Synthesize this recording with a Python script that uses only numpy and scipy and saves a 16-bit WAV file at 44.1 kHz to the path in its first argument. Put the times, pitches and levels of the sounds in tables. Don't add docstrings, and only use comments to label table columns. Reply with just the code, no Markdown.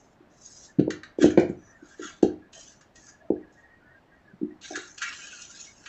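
import sys
import numpy as np
from scipy import signal
from scipy.fft import rfft, irfft
from scipy.io import wavfile
from scipy.ndimage import uniform_filter1d, minimum_filter1d

SR = 44100
rng = np.random.default_rng(int(sys.argv[2]) if len(sys.argv) > 2 else 0)


def master(y):
    cut = np.clip(np.atleast_2d(y).T, -1, 1)
    pcm = np.round(cut * 32767)
    wavfile.write(sys.argv[1], SR, pcm.astype(np.int16))


N = 259456

# (frequency [Hz], relative density [dB])
HUM_SPECTRUM = [(12, -35.5), (20, 1), (304, 3.5), (490, -4), (630, 0.5), (1040, -6.5), (1730, -9.5),
                (1860, -10), (2220, -14.5), (6550, -30), (8220, -34), (10700, -66), (18100, -120)]
# (start [s], frequency [Hz], level [dB], length [s])
FLICKER_TONES = [(0.682, 1744, -57, 0.039), (1.56, 5960, -64, 0.2), (1.688, 1820, -58, .11),
                 (2.015, 1357, -40, 0.057), (2.527, 3124, -57.5, 0.14), (2.554, 620, -54, 0.052),
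                 (2.941, 1870, -61, 0.07), (3.056, 1700, -61.5, 0.14), (3.167, 642, -56, 0.25),
                 (3.543, 1873, -58.5, 0.29), (3.402, 1675, -65.5, .14), (3.776, 1462, -62.5, 0.19),
                 (3.886, 1838, -61.5, 0.088), (4.065, 1877, -65.5, 0.16), (4.733, 1640, -39.5, 0.038),
                 (5.21, 2500, -51, 0.058), (5.215, 1605, -54.5, 0.082), (5.327, 1515, -43.5, 0.029),
                 (5.659, 2180, -56, .075)]
# (frequency [Hz], t60 [s])
ROOM_DECAY = [(100, 0.46), (300, 0.27), (700, 0.32), (2000, 0.29), (5000, 0.25), (8000, 0.16)]
# (frequency [Hz], relative density [dB])
HISS_SPECTRUM = [(2350, -49), (4000, -7.5), (4460, -11), (4920, 1.5), (5290, 2.5), (6600, 9.5),
                 (7790, -1.5), (8350, -27.5), (10700, -56.5), (18100, -120)]
RASP_SPECTRUM = [(1800, -53), (2500, 16.5), (3500, 9), (4600, 11), (5500, -37)]
# (frequency [Hz], nominal width [Hz], relative level [dB])
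BODY_MODES = [(1404, 83, 4.5), (1623, 180, 7), (1860, 150, -2), (2242, 190, -2), (1264, 120, -3)]
# (start [s], rise [s], hold [s], hiss level [dB], change over the hold [dB],
# rasp re hiss [dB], body re hiss [dB], rasp centre [Hz])
RUB_STROKES = [(-.02, .02, 0.13, -67, -9.5, -30, -20, 2530), (0.301, .17, 0.18, -51.5, 2, -17, -19, 3900),
               (1.184, 0.033, 0.042, -42, -1.5, 2, 1.5, 3200),
               (1.48, 0.017, 0.016, -62.5, -6.5, -7.5, 4, 2840),
               (1.562, 0.12, .14, -69, -11, -28.5, 5.5, 2600),
               (1.784, 0.11, .11, -60.5, -4.5, -7.5, -0.5, 3400),
               (1.975, 0.07, 0.15, -46, -23.5, 0.5, 3.5, 3450),
               (2.524, 0.031, 0.18, -48, -8.5, -11.5, -13.5, 3100),
               (2.94, .025, 0.087, -59.5, 1.5, -15, -25, 3400),
               (3.06, .035, 0.034, -50.5, -11.5, -17, -5, 2450),
               (3.5, 0.029, 0.083, -71.5, -4.5, -25, -25, 3000),
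               (4.614, 0.021, .23, -44.5, -10.5, -2, -7, 3720), (4.841, .04, .07, -56, -3, -19, -3.5, 3846),
               (4.712, 0.063, 0.061, -53, -3.5, -14, 11, 3670),
               (4.957, .025, .03, -58.5, -0.5, 3, -2, 2500), (5.005, .02, 0.08, -44, -5.5, 1.5, 12.5, 2750),
               (5.1, 0.032, .32, -49.5, -0.5, -2, -4.5, 2950), (5.455, .06, 0.16, -48, -2, -5, -10.5, 3900),
               (5.687, .03, 0.3, -56, -11.5, -18.5, -22.5, 2600),
               (5.806, 0.097, .05, -49, -6, -3, 1.5, 2745)]
# (time [s], hiss level [dB], rasp re hiss [dB], body re hiss [dB], length [s])
FOAM_SNAPS = [(0.79, -60.5, 13, 15.5, .016), (0.903, -33, 1, 8, 0.0079), (1.032, -45.5, 8.5, 16, 0.0058),
              (1.218, -38, -0.5, 5.5, 0.029), (1.302, -44, -12, 9, 0.011), (1.374, -32.5, 10, 19.5, 0.0041),
              (1.395, -42.5, -22.5, -2.5, 0.0087), (2.225, -38, 3, 0.5, 0.0091),
              (2.528, -48, -1, -8, 0.012), (2.808, -54.5, -8.5, -1, 0.012),
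              (2.954, -51.5, -4.5, -9.5, 0.012), (3.065, -43, -28.5, -29, 0.0059),
              (4.611, -54.5, 5.5, -10, .01), (4.753, -36.5, -2.5, 3.5, 0.016), (4.977, -39.5, 1.5, -8, .01),
              (5.015, -36.5, 1.5, 4, 0.019), (5.124, -47, 15, 10.5, 0.0053),
              (5.417, -35, -9.5, -29, 0.0076), (5.856, -49, 6, 9, 0.016)]
# (frequency [Hz], relative level [dB], t60 [s])
TABLE_MODES = [(78.8, -11.5, 0.23), (97, -8.5, 0.44), (150, -33.5, .3), (226.8, -1.5, .25), (237, -24, .2),
               (307.2, -1, 0.22), (360.4, 4, 0.16), (409.5, -3, 0.21), (480, 5.5, 0.034),
               (516, -19.5, 0.083), (642, -11.5, 0.1), (742.6, -14.5, 0.16), (723, -22.5, 0.063),
               (790, -18, .2), (876, -22, 0.12)]
# (time [s], level [dB], pitch [Hz], contact [cycles],
# hard edge re blow [dB], bounce re blow [dB])
BLOWS = [(0.202, -45, 334, 4.5, -21.5, -9), (.784, -11.5, 211, 2.17, -31, -19.5),
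         (.792, -6.5, 302, 2.38, -11.5, -5.5), (0.877, -11, 416, 2.78, -16.5, -16.5),
         (1.185, -14, 418, 3.05, -18, -24), (1.21, -15, 349, 4.5, -17, 6),
         (1.241, 2.5, 408, 2.1, -15.5, -20), (1.249, -11, 298.5, 6, -25, -8.5),
         (1.374, 4, 427, 2.38, -10.5, -28.5), (1.38, -3.5, 408.6, 2.06, -11.5, -6),
         (1.415, -25, 330, 2.3, 10, -1), (1.495, -19.5, 250, 1.92, -10, -11),
         (1.823, -38.5, 295, 3.8, -14, -15.5), (1.993, -27.5, 401, 4.5, -28, -1.5),
         (2.049, -35.5, 296.6, 3.5, -25.5, -22.5), (2.228, -1, 372.5, 2.77, -10.5, -10),
         (3.302, -7.5, 391, 2.83, -14, -9), (4.33, -43, 190, 3.1, -24, -5.5),
         (4.412, -23.5, 329, 3.34, -35, 7), (4.705, -31.5, 369.5, 4.4, 5.5, -3),
         (4.74, -36.5, 360, 5.7, -16.5, -6.5), (4.772, -29, 396.5, 4.4, -11, -16)]

HUM_DB = -60
FAINT_FROM_S, FAINT_TO_S, FAINT_COUNT = 1.5, 4.5, 24
FAINT_HZ, FAINT_SPREAD_HZ, FAINT_DB, FAINT_S = 1700, 400, -61.5, 0.063
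SWELL_DB, RELEASE_DB_PER_S = 23, 298.5
SNAP_RISE_S = 0.006
BOUNCE_S, BOUNCE_PITCH_RATIO = .015, 0.869
LIMITER_CEILING, MIC_TOP_HZ = .76, 8370


def amp(db):
    return 10 ** (np.asarray(db) / 20)


def unit_rms(x):
    return x / np.sqrt(np.mean(x ** 2) + 1e-20)


def value_at(points, hz):
    table_hz, value = np.transpose(points)
    return np.interp(np.log(hz + 1), np.log(table_hz + 1), value)


def add(mix, start_s, sound):
    part = mix[max(round(start_s * SR), 0):][:len(sound)]
    part += sound[:len(part)]


def band(x, lo_hz, hi_hz):
    return signal.sosfilt(signal.butter(2, [lo_hz, hi_hz], "bandpass", fs=SR, output="sos"), x)


def coloured(x, spectrum):
    gain = amp(value_at(spectrum, np.fft.rfftfreq(len(x), 1 / SR)))
    return unit_rms(irfft(rfft(x) * gain, len(x)))


def resonate(x, hz, width_hz):
    carrier = np.exp(2j * np.pi * np.cumsum(hz * np.ones(len(x))) / SR)
    pole = np.exp(-np.pi * width_hz / SR)
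    return 2 * (carrier * signal.lfilter([1 - pole], [1, -pole], x / carrier)).real


def drift(rate_hz):
    pole = np.exp(-6 * rate_hz / SR)
    return unit_rms(signal.lfilter([1], [1, -2 * pole, pole ** 2], rng.standard_normal(N)))


def patchy(x, depth_db, bins, frames):
    spectra = signal.stft(x, nperseg=512, noverlap=384)[2]
    patches = rng.standard_normal(spectra.shape)
    for _ in range(2):
        patches = uniform_filter1d(uniform_filter1d(patches, size=bins, axis=0), size=frames, axis=1)
    spectra *= amp(depth_db * unit_rms(patches))
    return unit_rms(signal.istft(spectra, nperseg=512, noverlap=384)[1][:N])


def background_hum():
    hum = coloured(rng.standard_normal(N), HUM_SPECTRUM)
    return amp(HUM_DB) * patchy(hum, depth_db=1, bins=3, frames=12)


def flickers():
    noise, tones = rng.standard_normal(N + SR), np.zeros(N)
    slot_s = (FAINT_TO_S - FAINT_FROM_S) / FAINT_COUNT
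    faint = [(FAINT_FROM_S + (k + delay) * slot_s, FAINT_HZ + FAINT_SPREAD_HZ * (pitch - .5),
              FAINT_DB + 5 * (level - .5), FAINT_S * (.5 + stretch))
             for k, (delay, pitch, level, stretch) in enumerate(rng.random((FAINT_COUNT, 4)))]
    settle = 2000
    for start, hz, db, length in FLICKER_TONES + faint:
        drive = noise[round(start * SR):][:round(length * SR) + settle]
        fuzzy = resonate(resonate(drive, hz, width_hz=47), hz, width_hz=110)[settle:]
        add(tones, start, amp(db) * unit_rms(fuzzy) * signal.windows.tukey(len(fuzzy), .6))
    return tones


def room_echoes(x):
    taps = np.zeros(SR // 2)
    slots = np.arange(150, len(taps) - 20, 20)
    taps[slots + rng.integers(0, 20, len(slots))] = rng.choice([-1., 1.], len(slots))
    hz, t, spectra = signal.stft(taps, SR, nperseg=256)
    decay = amp(-60 * t / value_at(ROOM_DECAY, hz)[:, None])
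    tail = signal.istft(spectra * decay, SR, nperseg=256)[1]
    return signal.oaconvolve(x, tail / np.linalg.norm(tail))[:N]


def foam_colours(slips, centre_hz, focus_db, drift_db):
    rasp = coloured(slips, RASP_SPECTRUM)
    rasp += amp(focus_db) * unit_rms(resonate(rasp, centre_hz, width_hz=300))
    body = np.zeros(N)
    for hz, width, db in BODY_MODES:
        mode = resonate(resonate(slips, hz, 1.5 * width), hz, 1.5 * width)
        body += amp(db + drift_db * drift(39)) * mode
    return np.array([coloured(slips, HISS_SPECTRUM), unit_rms(rasp), unit_rms(band(body, 1000, 3100))])


def stroke_db(t, start, rise, hold, db, change_db):
    end = start + rise + hold
    shape = np.interp(t, [start, start + rise, end], [-SWELL_DB, 0, change_db])
    return db + shape - RELEASE_DB_PER_S * np.maximum(t - end, 0) - 4000 * np.maximum(start - t, 0)


def hand_strokes():
    t = np.arange(N) / SR
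    power, weighted_hz = np.zeros((3, N)), np.zeros(N)
    for *shape, rasp_db, body_db, centre_hz in RUB_STROKES:
        stroke_power = np.outer(amp([0, rasp_db, body_db]), amp(stroke_db(t, *shape))) ** 2
        power += stroke_power
        weighted_hz += centre_hz * stroke_power[1]
    return np.sqrt(power), (weighted_hz + 3000 * 1e-30) / (power[1] + 1e-30)


def foam_rubs(envelopes, centre_hz):
    slip_db = 1.5 * rng.exponential(1, N) + 1.38 * drift(40)
    slips = amp(slip_db) * rng.standard_normal(N)
    slips *= rng.random(N) < 14000 / SR
    slips = patchy(slips, depth_db=4.5, bins=2, frames=12)
    return (foam_colours(slips, centre_hz, focus_db=0, drift_db=3) * envelopes).sum(0)


def foam_snaps(centre_hz):
    envelopes, t = np.zeros((3, N)), np.arange(6000) / SR
    for start, db, rasp_db, body_db, length in FOAM_SNAPS:
        puff = np.minimum(t / SNAP_RISE_S, 1) * np.exp(-(t / length) ** 2.4)
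        for envelope, share_db in zip(envelopes, (0, rasp_db, body_db)):
            add(envelope, start, amp(db + share_db) * puff)
    colours = foam_colours(rng.standard_normal(N), centre_hz, focus_db=-8, drift_db=.8)
    return (colours * envelopes).sum(0)


def table_blows():
    push, edge, weight = np.zeros((3, N))
    bounces = [(start + BOUNCE_S, db + bounce_db, hz * BOUNCE_PITCH_RATIO, cycles, edge_db, 0)
               for start, db, hz, cycles, edge_db, bounce_db in BLOWS]
    for start, db, hz, cycles, edge_db, _ in BLOWS + bounces:
        progress = np.arange(0, 1, hz / cycles / SR)
        phase = 2 * np.pi * cycles * (progress - .5)
        contact = -amp(db) * np.sin(np.pi * progress) ** 2
        add(push, start, contact * np.cos(phase))
        add(edge, start, amp(edge_db) * contact * np.cos(1.94 * phase))
        add(weight, start, contact)
    t = np.arange(SR // 2) / SR
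    modes = sum(amp(db - 60 * t / t60) * np.sin(2 * np.pi * hz * t) for hz, db, t60 in TABLE_MODES)
    force = push + amp(9) * edge + amp(-15.5) * weight
    ring = amp(-54) * signal.oaconvolve(force, modes)[:N]
    heard = band(amp(-2) * push + amp(-4) * edge + ring, 65, 1400)
    return band(heard, 70, 4000)


def scene():
    envelopes, centre_hz = hand_strokes()
    rubs = foam_rubs(envelopes, centre_hz)
    snaps = foam_snaps(centre_hz)
    blows = table_blows()
    echoes = room_echoes(amp(-11) * blows + amp(-3) * snaps + amp(-13.5) * rubs)
    return (background_hum() + flickers() + echoes + rubs + snaps + blows)[None]


def low_pass(x, hz):
    return signal.oaconvolve(x, signal.firwin(301, hz, window=("kaiser", 9), fs=SR)[None], "same")


def record(dry):
    gain = np.minimum(LIMITER_CEILING / (abs(dry) + 1e-9), 1)
    gain = uniform_filter1d(minimum_filter1d(gain, size=265, axis=1), size=265, axis=1)
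    picked_up = low_pass(dry * gain, MIC_TOP_HZ)
    hiss = amp(-88) * rng.standard_normal(dry.shape)
    return low_pass(picked_up + hiss, hz=15500)


dry = scene()
out = record(dry)
master(out)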